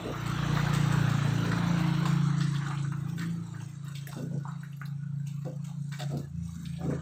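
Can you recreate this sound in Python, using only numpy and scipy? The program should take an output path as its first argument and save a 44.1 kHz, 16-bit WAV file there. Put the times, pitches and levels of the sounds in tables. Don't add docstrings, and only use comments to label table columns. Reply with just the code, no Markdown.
import sys
import numpy as np
from scipy import signal
from scipy.fft import rfft, irfft
from scipy.io import wavfile
from scipy.ndimage import uniform_filter1d, minimum_filter1d

SR = 44100
rng = np.random.default_rng(int(sys.argv[2]) if len(sys.argv) > 2 else 0)


def field_ratio(decibels):
    return 10 ** (np.asarray(decibels, dtype=float) / 20)


def transcribe(u):
    v = np.clip(np.atleast_2d(u).T, -1, 1)
    q = np.round(v * 32767).astype(np.int16)
    wavfile.write(sys.argv[1], SR, q)


N = 309400

# (time [s], rate [Hz])
FIRING_RATE = [(0, 29.57), (0.4, 29.56), (0.8, 29.35), (1.2, 28.65), (1.9, 28.41), (2.3, 28.22),
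               (2.75, 27.97), (3.1, 27.9), (3.5, 28.14), (3.8, 27.88), (4.5, 27.75), (5.3, 28), (6.1, 28.2),
               (7.02, 27.92)]
# (time [s], order 4 level [dB], order 5 level [dB], order 6 level [dB])
STRONG_ORDERS = [(0, -42.5, -85, -43), (0.12, -45, -40.5, -49), (0.3, -36.5, -37, -39.5),
                 (0.6, -37, -28.5, -36.5), (0.9, -32.5, -29, -33.5), (1.25, -31.5, -29.5, -35.5),
                 (1.55, -35, -37, -31.5), (1.9, -44, -30, -29.5), (2.35, -50, -29, -32),
                 (2.7, -47.5, -32.5, -42), (3.0, -43.5, -32, -39), (3.3, -44.5, -49, -33),
                 (3.55, -44, -42.5, -45), (3.9, -55.5, -42, -50), (4.25, -49, -37, -42.5),
                 (4.699, -62, -39.5, -45.5), (5.15, -49, -34, -43), (5.65, -58, -40, -42),
                 (6.1, -58, -37.5, -45), (6.45, -45.5, -46.5, -42), (6.699, -67, -41, -39.5),
                 (7.02, -64, -37, -37)]
# (time [s], level [dB])
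NEARNESS = [(0, -40), (0.45, -35), (1.2, -37), (1.95, -37), (2.3, -41), (2.8, -44), (3.3, -46), (3.7, -48),
            (4.3, -50.5), (5, -55), (6.3, -56), (7.02, -52.5)]
NEAREST_DB = -35
# (order [1], level when nearest [dB], loss per dB of clatter [dB])
WEAK_ORDERS = [(2, -43, 2), (3, -58, 0.6), (14, -56, 9.5), (15, -55.5, 1.5)]
WAVER_DB, WAVER_PER_S = 1.4, 4
# (order [1], level [dB])
LATE_ORDERS = [(2, -60.5), (3, -46.5)]
LATE_S, LATE_RISE_S = 6.07, 0.12
# (time [s], then levels of orders 7, 8, 9, 10, 11, 12, 13, 16 [dB])
HIGH_ORDERS = [(0.2, -65.5, -63, -64, -62, -48.5, -54, -69.0, -60),
               (0.45, -50, -53, -54, -44, -45.5, -57, -68.0, -54),
               (0.7, -49, -49, -53, -49.5, -49.5, -46, -55, -46),
               (0.95, -50, -64, -53, -47, -43, -54, -54, -50),
               (1.15, -41, -46.5, -43, -50, -49.5, -52, -57, -64),
               (1.4, -52, -44.5, -58, -40, -51, -43.5, -54, -56),
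               (1.65, -43.5, -49, -45.5, -43.5, -47, -50, -59, -56),
               (1.9, -53, -53, -52, -59, -38, -54, -62.0, -65),
               (2.1, -47, -63.0, -56, -54, -47, -43.5, -61.0, -64.0),
               (2.35, -50.5, -68.0, -63, -46.5, -47.5, -54.5, -63, -63),
               (2.6, -52.5, -78, -68, -57, -51, -52, -63, -64),
               (2.9, -61, -63, -64.0, -65.0, -51.5, -60, -64, -82.0),
               (3.15, -56, -57, -65, -55, -51, -51.5, -71, -71),
               (3.45, -61, -67, -74.0, -67, -55.5, -64, -68, -82.0),
               (3.8, -74, -80, -84, -74, -66, -70, -78, -89), (4.5, -66, -70, -76, -79, -75, -80, -88, -92)]
UNEVEN_DB, UNEVEN_PER_DB = .8, .07
# (time [s], level [dB])
ROAR_LEVEL = [(0, -65), (.3, -49.5), (.7, -44), (1.3, -42.5), (1.6, -41.5), (1.85, -51), (2.05, -40),
              (2.2, -63), (2.4, -45), (2.55, -73), (2.7, -57.5), (3, -60), (3.18, -51), (3.35, -53),
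              (4, -78), (7.02, -77)]
# (frequency [Hz], relative density [dB per Hz])
ROAR_SPECTRUM = [(300, -42), (430, 10), (520, -2), (700, -9), (880, -6), (1100, -46)]
# (frequency [Hz], relative density [dB per Hz])
CLATTER_SPECTRUM = [(30, -40), (60, -28), (150, -20), (240, -25.5), (330, -27.5), (560, -26), (900, -24.5),
                    (1200, -22), (1500, -22.5), (1850, -28.5), (3000, -32.5), (4100, -34), (4950, -45),
                    (6000, -40), (7800, -64)]
DULL_PER_DB = 0.3

# (frequency [Hz], relative density [dB per Hz])
RUSTLE_SPECTRUM = [(1760, -16.5), (3000, -17), (3500, -13.5), (3830, -2), (4190, -7.5), (4620, -4),
                   (5030, -24), (5240, -7.5), (5660, -4.5), (7910, -2), (8430, -4), (9420, -19.5),
                   (11500, -23.5), (12000, -18.5), (15500, -16.5), (15750, -53)]
# (time [s], level [dB])
RUSTLE_LEVEL = [(0, -54), (0.13, -50.5), (1.2, -50), (1.95, -50.5), (2.77, -51), (2.95, -53), (3.65, -54),
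                (3.91, -55.5), (4.15, -53), (4.49, -56), (4.73, -55), (4.94, -60), (5.22, -63), (5.43, -60),
                (5.71, -61), (5.86, -57.5), (6.25, -56.5), (6.33, -61), (6.45, -55), (7.02, -55)]
# (time [s], level [dB])
TOP_LEVEL = [(0, -66), (.7, -63), (1.2, -65), (2.0, -63.5), (2.3, -71), (2.9, -72), (3.1, -68), (3.7, -69),
             (3.78, -79), (4.2, -72), (4.4, -73), (4.6, -72), (4.95, -76), (5.2, -77), (5.4, -72),
             (5.6, -77), (6.2, -70), (6.33, -76), (6.48, -68), (6.9, -69), (7.02, -78)]
# (frequency [Hz], relative density [dB per Hz])
TOP_SPECTRUM = [(11400, -38), (12000, -3.5), (15400, -1.5), (15750, -40)]

# (time [s], rise [s], hold [s], fall [s], highest level [dB], first colour centre [Hz])
LOAD_RUMBLES = [(0.021, 0.042, 0.05, 0.033, -35, 480), (4.151, 0.018, 0.076, 0.13, -38, 367),
                (4.305, 0.023, 0.032, 0.083, -39.5, 376), (3.13, 0.044, 0.11, .06, -46.5, 250),
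                (5.8, 0.028, .05, .05, -58, 180), (6.53, .04, 0.094, 0.089, -47, 150),
                (5.444, 0.0144, 0.026, 0.096, -38, 526), (5.988, 0.0053, 0.045, 0.053, -42.5, 850),
                (6.09, 0.0205, 0.031, 0.13, -41.5, 650), (6.119, 0.015, 0.049, 0.1, -36.5, 370),
                (6.775, 0.05, 0.025, 0.056, -42.5, 870), (6.79, 0.087, 0.056, 0.087, -33, 424),
                (4.066, .006, 0.028, 0.055, -48, 760)]
# (frequency [Hz], relative level [dB], t60 [s])
LOAD_MODES = [(202, 7, .08), (233, 6, 0.1), (270, 0, 0.059), (318.6, 2.5, 0.071), (410, -3.5, 0.095),
              (485, 1.5, 0.064), (600, -8, 0.16), (699, -11, 0.1)]
ONSET_DB, END_DB, SINK_OCT_PER_S = -13, -22, 1.1

# (time [s], tray level [dB], tray colour centre [Hz], 2.5-5 kHz level [dB], treble level [dB])
CRUNCHES = [(0.26, -43, 1300, -40, -43.5), (0.562, -23.5, 1240, -46, -48), (0.726, -59, 1180, -34.5, -38.5),
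            (0.911, -28, 1370, -40, -43), (1.081, -53, 1060, -42, -45.5), (2.393, -29, 1360, -36, -46),
            (2.535, -32, 1440, -38, -48.5), (2.599, -32, 1300, -79, -78), (2.65, -30, 1230, -42, -50),
            (2.691, -35, 900, -54, -61), (2.827, -35, 1310, -60, -78), (3.068, -60, 1097, -46, -50.5),
            (3.165, -34, 1850, -38, -44), (3.201, -30.5, 1520, -41, -48), (3.528, -34, 1150, -60, -61),
            (3.595, -37, 1014, -67, -84), (3.64, -49, 1230, -63, -74), (3.845, -35.5, 1380, -44, -46.5),
            (3.891, -44, 1700, -62, -58), (3.941, -44, 2190, -37.5, -46), (3.998, -44.5, 1500, -60, -63),
            (4.105, -36, 1070, -44, -52), (4.164, -41.5, 1480, -43.5, -51), (4.216, -49, 1480, -58, -50.5),
            (4.465, -36.5, 1150, -60, -59), (4.505, -42.5, 1150, -53, -68), (5.26, -50.5, 1100, -48, -51.5),
            (5.44, -44.5, 1250, -53, -60), (5.632, -55, 2200, -50, -52), (5.671, -44.5, 985, -51, -53.5),
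            (5.912, -35.5, 1750, -41, -48), (5.984, -33, 1600, -35.5, -45.5),
            (6.82, -49, 2100, -50.5, -51.5), (6.904, -42, 1780, -54, -69), (6.933, -51, 1260, -61, -69)]
# (time [s], tray level [dB], tray colour centre [Hz], 2.5-5 kHz level [dB], treble level [dB])
LOAD_KNOCKS = [(0.668, -28.5, 1540, -53, -70), (1.516, -25.5, 1380, -43, -59),
               (2.055, -25, 1040, -34, -45.5), (2.709, -30.5, 1247, -64.5, -85),
               (2.921, -33, 1260, -70, -60), (4.071, -38, 1837, -45.5, -47), (4.453, -35, 900, -73, -71),
               (4.633, -38, 1540, -52, -57.5), (4.815, -32, 1461, -66, -59), (6.812, -45, 1348, -63, -60),
               (6.901, -35, 1190, -59, -54)]
# (frequency [Hz], relative level [dB], t60 [s])
TRAY_MODES = [(900, 1.5, 0.061), (1230, 13, 0.0081), (1480, 14, 0.018), (1780, 10.5, 0.033),
              (2200, 10.5, 0.03), (2726, -1, 0.026), (3622, -0.5, 0.033), (4460, -7.5, 0.054)]
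CRUNCH_T60_S, KNOCK_T60_S = 0.13, 0.12
CRUNCH_RISE_S, KNOCK_RISE_S = 0.015, 0.001

# (time [s], level [dB], pitch [Hz], width of grit [octaves], t60 of grit [s])
PEBBLE_CRACKS = [(2.414, -39, 4030, 0.94, 0.23), (2.555, -34, 3400, 0.35, 0.074),
                 (2.774, -39.5, 3060, 0.83, 0.14), (3.604, -46.5, 3080, 0.62, 0.12),
                 (4.729, -46, 2770, 0.74, 0.079), (4.856, -43.5, 4000, 0.58, 0.078),
                 (6.171, -46, 4250, 0.71, 0.06), (6.655, -39.5, 3610, 0.81, 0.068),
                 (6.654, -45, 2400, 0.11, 0.036), (6.735, -51, 2500, .9, 0.26),
                 (6.765, -48, 3760, 0.55, .1)]
# (time [s], click level [dB], lowest frequency [Hz], puff level [dB])
DRY_TICKS = [(2.516, -52, 10500, -68), (3.845, -48.5, 5000, -65), (4.071, -43, 9000, -50),
             (4.634, -52, 9000, -66), (4.72, -54, 8000, -68), (4.766, -60, 10000, -63),
             (4.804, -60, 12000, -66), (4.856, -50, 9500, -60), (5.842, -60, 2500, -72),
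             (5.989, -46, 3500, -57), (6.171, -40, 3500, -61)]
# (time [s], length [s], pitch [Hz], level [dB])
AXLE_SQUEAKS = [(4.14, 0.48, 1480, -59), (4.946, 0.15, 1460, -58), (6.069, 0.1, 1289, -61),
                (6.207, 0.069, 1704, -63), (6.77, 0.28, 1195, -56.5), (6.498, 0.53, 1696, -64.5)]


def evened(x):
    return x / np.sqrt(np.mean(x ** 2) + 1e-20)


def read(points, hz):
    f, value = np.transpose(points)
    return np.interp(np.log(hz + 1), np.log(f + 1), value)


def curves(rows, t):
    s, *columns = np.transpose(rows)
    return [np.interp(t, s, c) for c in columns]


def add(mix, s, sound):
    part = mix[round(s * SR):][:len(sound)]
    part += sound[:len(part)]


def wander(rate, count):
    knots = rng.standard_normal((count, N // 256 + 2))
    knots = uniform_filter1d(knots, max(round(SR / 256 / rate), 1), 1)
    knots = uniform_filter1d(knots, size=4, axis=1)
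    return [np.interp(np.arange(N) / 256, np.arange(len(k)), evened(k)) for k in knots]


def ring(x, hz, t60):
    r, w = 1000 ** (-1 / (t60 * SR)), 2 * np.pi * hz / SR
    return signal.lfilter([0, np.sin(w)], [1, -2 * r * np.cos(w), r * r], x)


def band(x, lo_hz, hi_hz):
    return evened(signal.sosfilt(signal.butter(2, [lo_hz, hi_hz], "bandpass", fs=SR, output="sos"), x))


def patchy(spectrum, patch_db, flicker_db):
    frames, hz = N // 128 + 5, np.fft.rfftfreq(512, 1 / SR)
    real, imaginary, patches = rng.standard_normal((frames, 257, 3)).T
    patches = uniform_filter1d(patches, size=2, axis=0)
    patches = evened(uniform_filter1d(patches, size=30, axis=1))
    flicker = evened(uniform_filter1d(rng.standard_normal(frames), 5))
    flicker = flicker * (1 + (hz[:, None] / 10000) ** 3)
    patches = patches / (1 + (hz[:, None] / 10000) ** 4)
    level_db = read(spectrum, hz)[:, None] + patch_db * patches + flicker_db * flicker
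    z = (real + 1j * imaginary) * field_ratio(level_db)
    return evened(signal.istft(z, nperseg=512, noverlap=384)[1][:N])


def engine():
    t = np.arange(N) / SR
    (rate,), (near_db,) = curves(FIRING_RATE, t), curves(NEARNESS, t)
    firings = np.cumsum(uniform_filter1d(rate, size=SR // 3)) / SR + 0.167

    gains = {k: field_ratio(db) for k, db in zip((4, 5, 6), curves(STRONG_ORDERS, t))}
    for (k, db, loss), w in zip(WEAK_ORDERS, wander(WAVER_PER_S, count=len(WEAK_ORDERS))):
        gains[k] = field_ratio(db + loss * (near_db - NEAREST_DB) + WAVER_DB * w)
    for k, db in zip((7, 8, 9, 10, 11, 12, 13, 16), curves(HIGH_ORDERS, t)):
        gains[k] = field_ratio(db)
    late = np.clip((t - LATE_S) / LATE_RISE_S, 0, 1)
    for k, db in LATE_ORDERS:
        gains[k] = np.maximum(gains[k], late * field_ratio(db))

    uneven_db = UNEVEN_DB + UNEVEN_PER_DB * (NEAREST_DB - near_db)
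    sizes, lags = wander(15.5, count=len(gains)), wander(5.3, count=len(gains))
    shared, = wander(12, count=1)
    hum = np.zeros(N)
    for (k, gain), own, lag in zip(gains.items(), sizes, lags):
        size = (.7 + .05 * k) * own + .6 * shared
        spread = .25 * (k - 5) ** 2
        phase = k * (2 * np.pi * firings + .02 * lag) + spread
        hum += gain * field_ratio(uneven_db * size) * np.cos(phase)

    puffs = 1 + 0.008 * np.cos(2 * np.pi * (firings - .1))
    roar = field_ratio(curves(ROAR_LEVEL, t)[0]) * patchy(ROAR_SPECTRUM, 1.5, .8)
    clatter = patchy(CLATTER_SPECTRUM, 2.2, .8)
    low = signal.sosfiltfilt(signal.butter(2, [230, 460], "bandpass", fs=SR, output="sos"), clatter)
    clatter = clatter - (1 - field_ratio(DULL_PER_DB * (near_db - NEAREST_DB))) * low
    return np.sqrt(2) * hum + roar + field_ratio(near_db) * puffs * clatter


def rustle():
    t = np.arange(N) / SR
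    grains = field_ratio(5 * np.minimum(rng.exponential(1, N), 3)) * (rng.random(N) < 200 / SR)
    lumps = evened(signal.lfilter([1], [1, -.99], grains))
    leaves = field_ratio(curves(RUSTLE_LEVEL, t)[0]) * patchy(RUSTLE_SPECTRUM[:13] + [(12200, -50)], 2.2, .8)
    top = field_ratio(curves(TOP_LEVEL, t)[0]) * patchy(TOP_SPECTRUM, 1, 0.71)
    return (leaves + top) * (1 + .24 * lumps)


def rumble(rise, hold, fall, peak_db, first_hz):
    t = np.arange(0, rise + hold + fall, 1 / SR)
    level_db = peak_db + np.interp(t, np.cumsum([0, rise, hold, fall]), [ONSET_DB, 0, 0, END_DB])
    centre = first_hz * 2 ** (-SINK_OCT_PER_S * t)
    jolts = rng.standard_normal(len(t)) * (.2 + (rng.random(len(t)) < 250 / SR))
    shifts = rng.uniform(.94, 1.06, len(LOAD_MODES))
    body = np.zeros(len(t))
    for (hz, db, t60), shift in zip(LOAD_MODES, shifts):
        body += field_ratio(db - 32 * np.log2(hz / centre) ** 2) * ring(jolts, hz * shift, t60)
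    body = band(band(body, 117, 800), 117, 800)
    body /= np.sqrt(abs(uniform_filter1d(body ** 2, 2200)) + 1e-9)
    return field_ratio(level_db) * body * signal.windows.tukey(len(t), .15)


def stone(low_db, centre_hz, mid_db, treble_db, t60, rise_s, shape, snap):
    t = np.arange(SR // 3) / SR
    chance, size, grit = rng.random(len(t)), rng.standard_normal(len(t)), rng.standard_normal(len(t))
    grit = grit * field_ratio(3.5 * evened(uniform_filter1d(size, size=160)))
    rise = np.minimum(t / rise_s, 1)
    fade = field_ratio(-60 * (t / max(t60, .01)) ** shape) * rise
    burst = fade + snap * field_ratio(-60 * t / .02) * rise
    slips = size * (chance < 2200 / SR) * fade
    slips[20] = 1.6 * snap
    shift = rng.uniform(.95, 1.05)

    low = sum(field_ratio(db - 43.0 * np.log2(hz / centre_hz) ** 2) * ring(slips, hz * shift, ring_t60)
              for hz, db, ring_t60 in TRAY_MODES[:5])
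    thock = np.sin(2 * np.pi * centre_hz * t) * field_ratio(-60 * t / .025) * snap * .6
    low = low / abs(low).max() + .28 * fade * band(grit, .75 * centre_hz, 1.3 * centre_hz) + thock

    mid = sum(field_ratio(db) * ring(slips, hz, ring_t60) for hz, db, ring_t60 in TRAY_MODES[5:])
    mid = 0.7 * mid / abs(mid).max() + .5 * burst * band(grit, 2250, 4730)

    hz = np.fft.rfftfreq(len(t), 1 / SR)
    colour = field_ratio(read(RUSTLE_SPECTRUM, hz) + 1.8 * (hz > 11500)) * (hz > 5000)
    treble = burst * evened(irfft(rfft(grit) * colour, len(t)))
    return field_ratio(low_db) * low + field_ratio(mid_db) * mid + field_ratio(treble_db) * treble


def pebble(db, hz, octaves, t60):
    t = np.arange(SR // 5) / SR
    grit = band(rng.standard_normal(len(t)), hz * 2 ** (-octaves / 2), hz * 2 ** (octaves / 2))
    puff = 0.42 * grit * field_ratio(-60 * (t / max(t60, .02)) ** 1.46)
    crack = np.sin(2 * np.pi * hz * t) * field_ratio(-60 * t / 0.027)
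    return field_ratio(db) * np.minimum(t / 0.00076, 1) * (crack + puff)


def tick(db, lo_hz, puff_db):
    t = np.arange(SR // 10) / SR
    hiss = band(band(rng.standard_normal(len(t)), lo_hz, 15400), lo_hz, 15400)
    click, puff = field_ratio(db - 60 * t / 0.0097), field_ratio(puff_db - 60 * (t / 0.059) ** 2)
    return hiss * np.minimum(t / .0015, 1) * (click + puff)


def squeak(length, hz, db):
    count = round(length * SR)
    whistle = evened(ring(rng.standard_normal(count), hz, 0.1))
    return field_ratio(db) * whistle * signal.windows.tukey(count, .6)


def scene():
    barrow = np.zeros(N)
    for s, *blow in CRUNCHES:
        add(barrow, s, stone(*blow, CRUNCH_T60_S, CRUNCH_RISE_S, shape=1.84, snap=0))
    for s, *blow in LOAD_KNOCKS:
        add(barrow, s, stone(*blow, KNOCK_T60_S, KNOCK_RISE_S, shape=1.4, snap=2.2))
    for s, *crack in PEBBLE_CRACKS:
        add(barrow, s, pebble(*crack))
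    for s, *click in DRY_TICKS:
        add(barrow, s, tick(*click))
    for s, *song in AXLE_SQUEAKS:
        add(barrow, s, squeak(*song))
    barrow[180:] += 0.13 * barrow[:-180]
    for s, *jolting in LOAD_RUMBLES:
        add(barrow, s, rumble(*jolting))
    return (engine() + rustle() + barrow)[None]


def suppress(x, strength, floor_db):
    hz, _, z = signal.stft(x, SR, nperseg=512, noverlap=384)
    now = abs(z) ** 2 + 1e-18
    power = signal.lfilter([.06], [1, -.94], now, zi=.94 * now[..., 8:40].mean(2, keepdims=True))[0]
    lowest = uniform_filter1d(minimum_filter1d(power, size=121, origin=60), size=40)
    noise = np.minimum(lowest, 1.3 * np.median(lowest, 2, keepdims=True))
    noise = uniform_filter1d(noise, size=7, axis=1)
    sudden = .36 * uniform_filter1d(now, size=9, axis=1) * (hz[:, None] > 700)
    power = np.maximum(power, sudden)
    gain = np.maximum(1 - strength * noise / power, field_ratio(floor_db))
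    gain = gain ** np.clip((hz[:, None] - 330) / 120, 0, 1)
    return signal.istft(z * gain, SR, nperseg=512, noverlap=384)[1][:, :N]


def top_cut(x):
    return signal.sosfilt(signal.butter(12, 16410, fs=SR, output="sos"), x)


def record(dry):
    heard = signal.sosfilt(signal.butter(2, 45, "highpass", fs=SR, output="sos"), dry)
    heard = heard * np.minimum(np.arange(N, 0, -1) / 300, 1)
    finished = suppress(heard, strength=1.35, floor_db=-14)
    return top_cut(finished)


dry = scene()
out = record(dry)
transcribe(out)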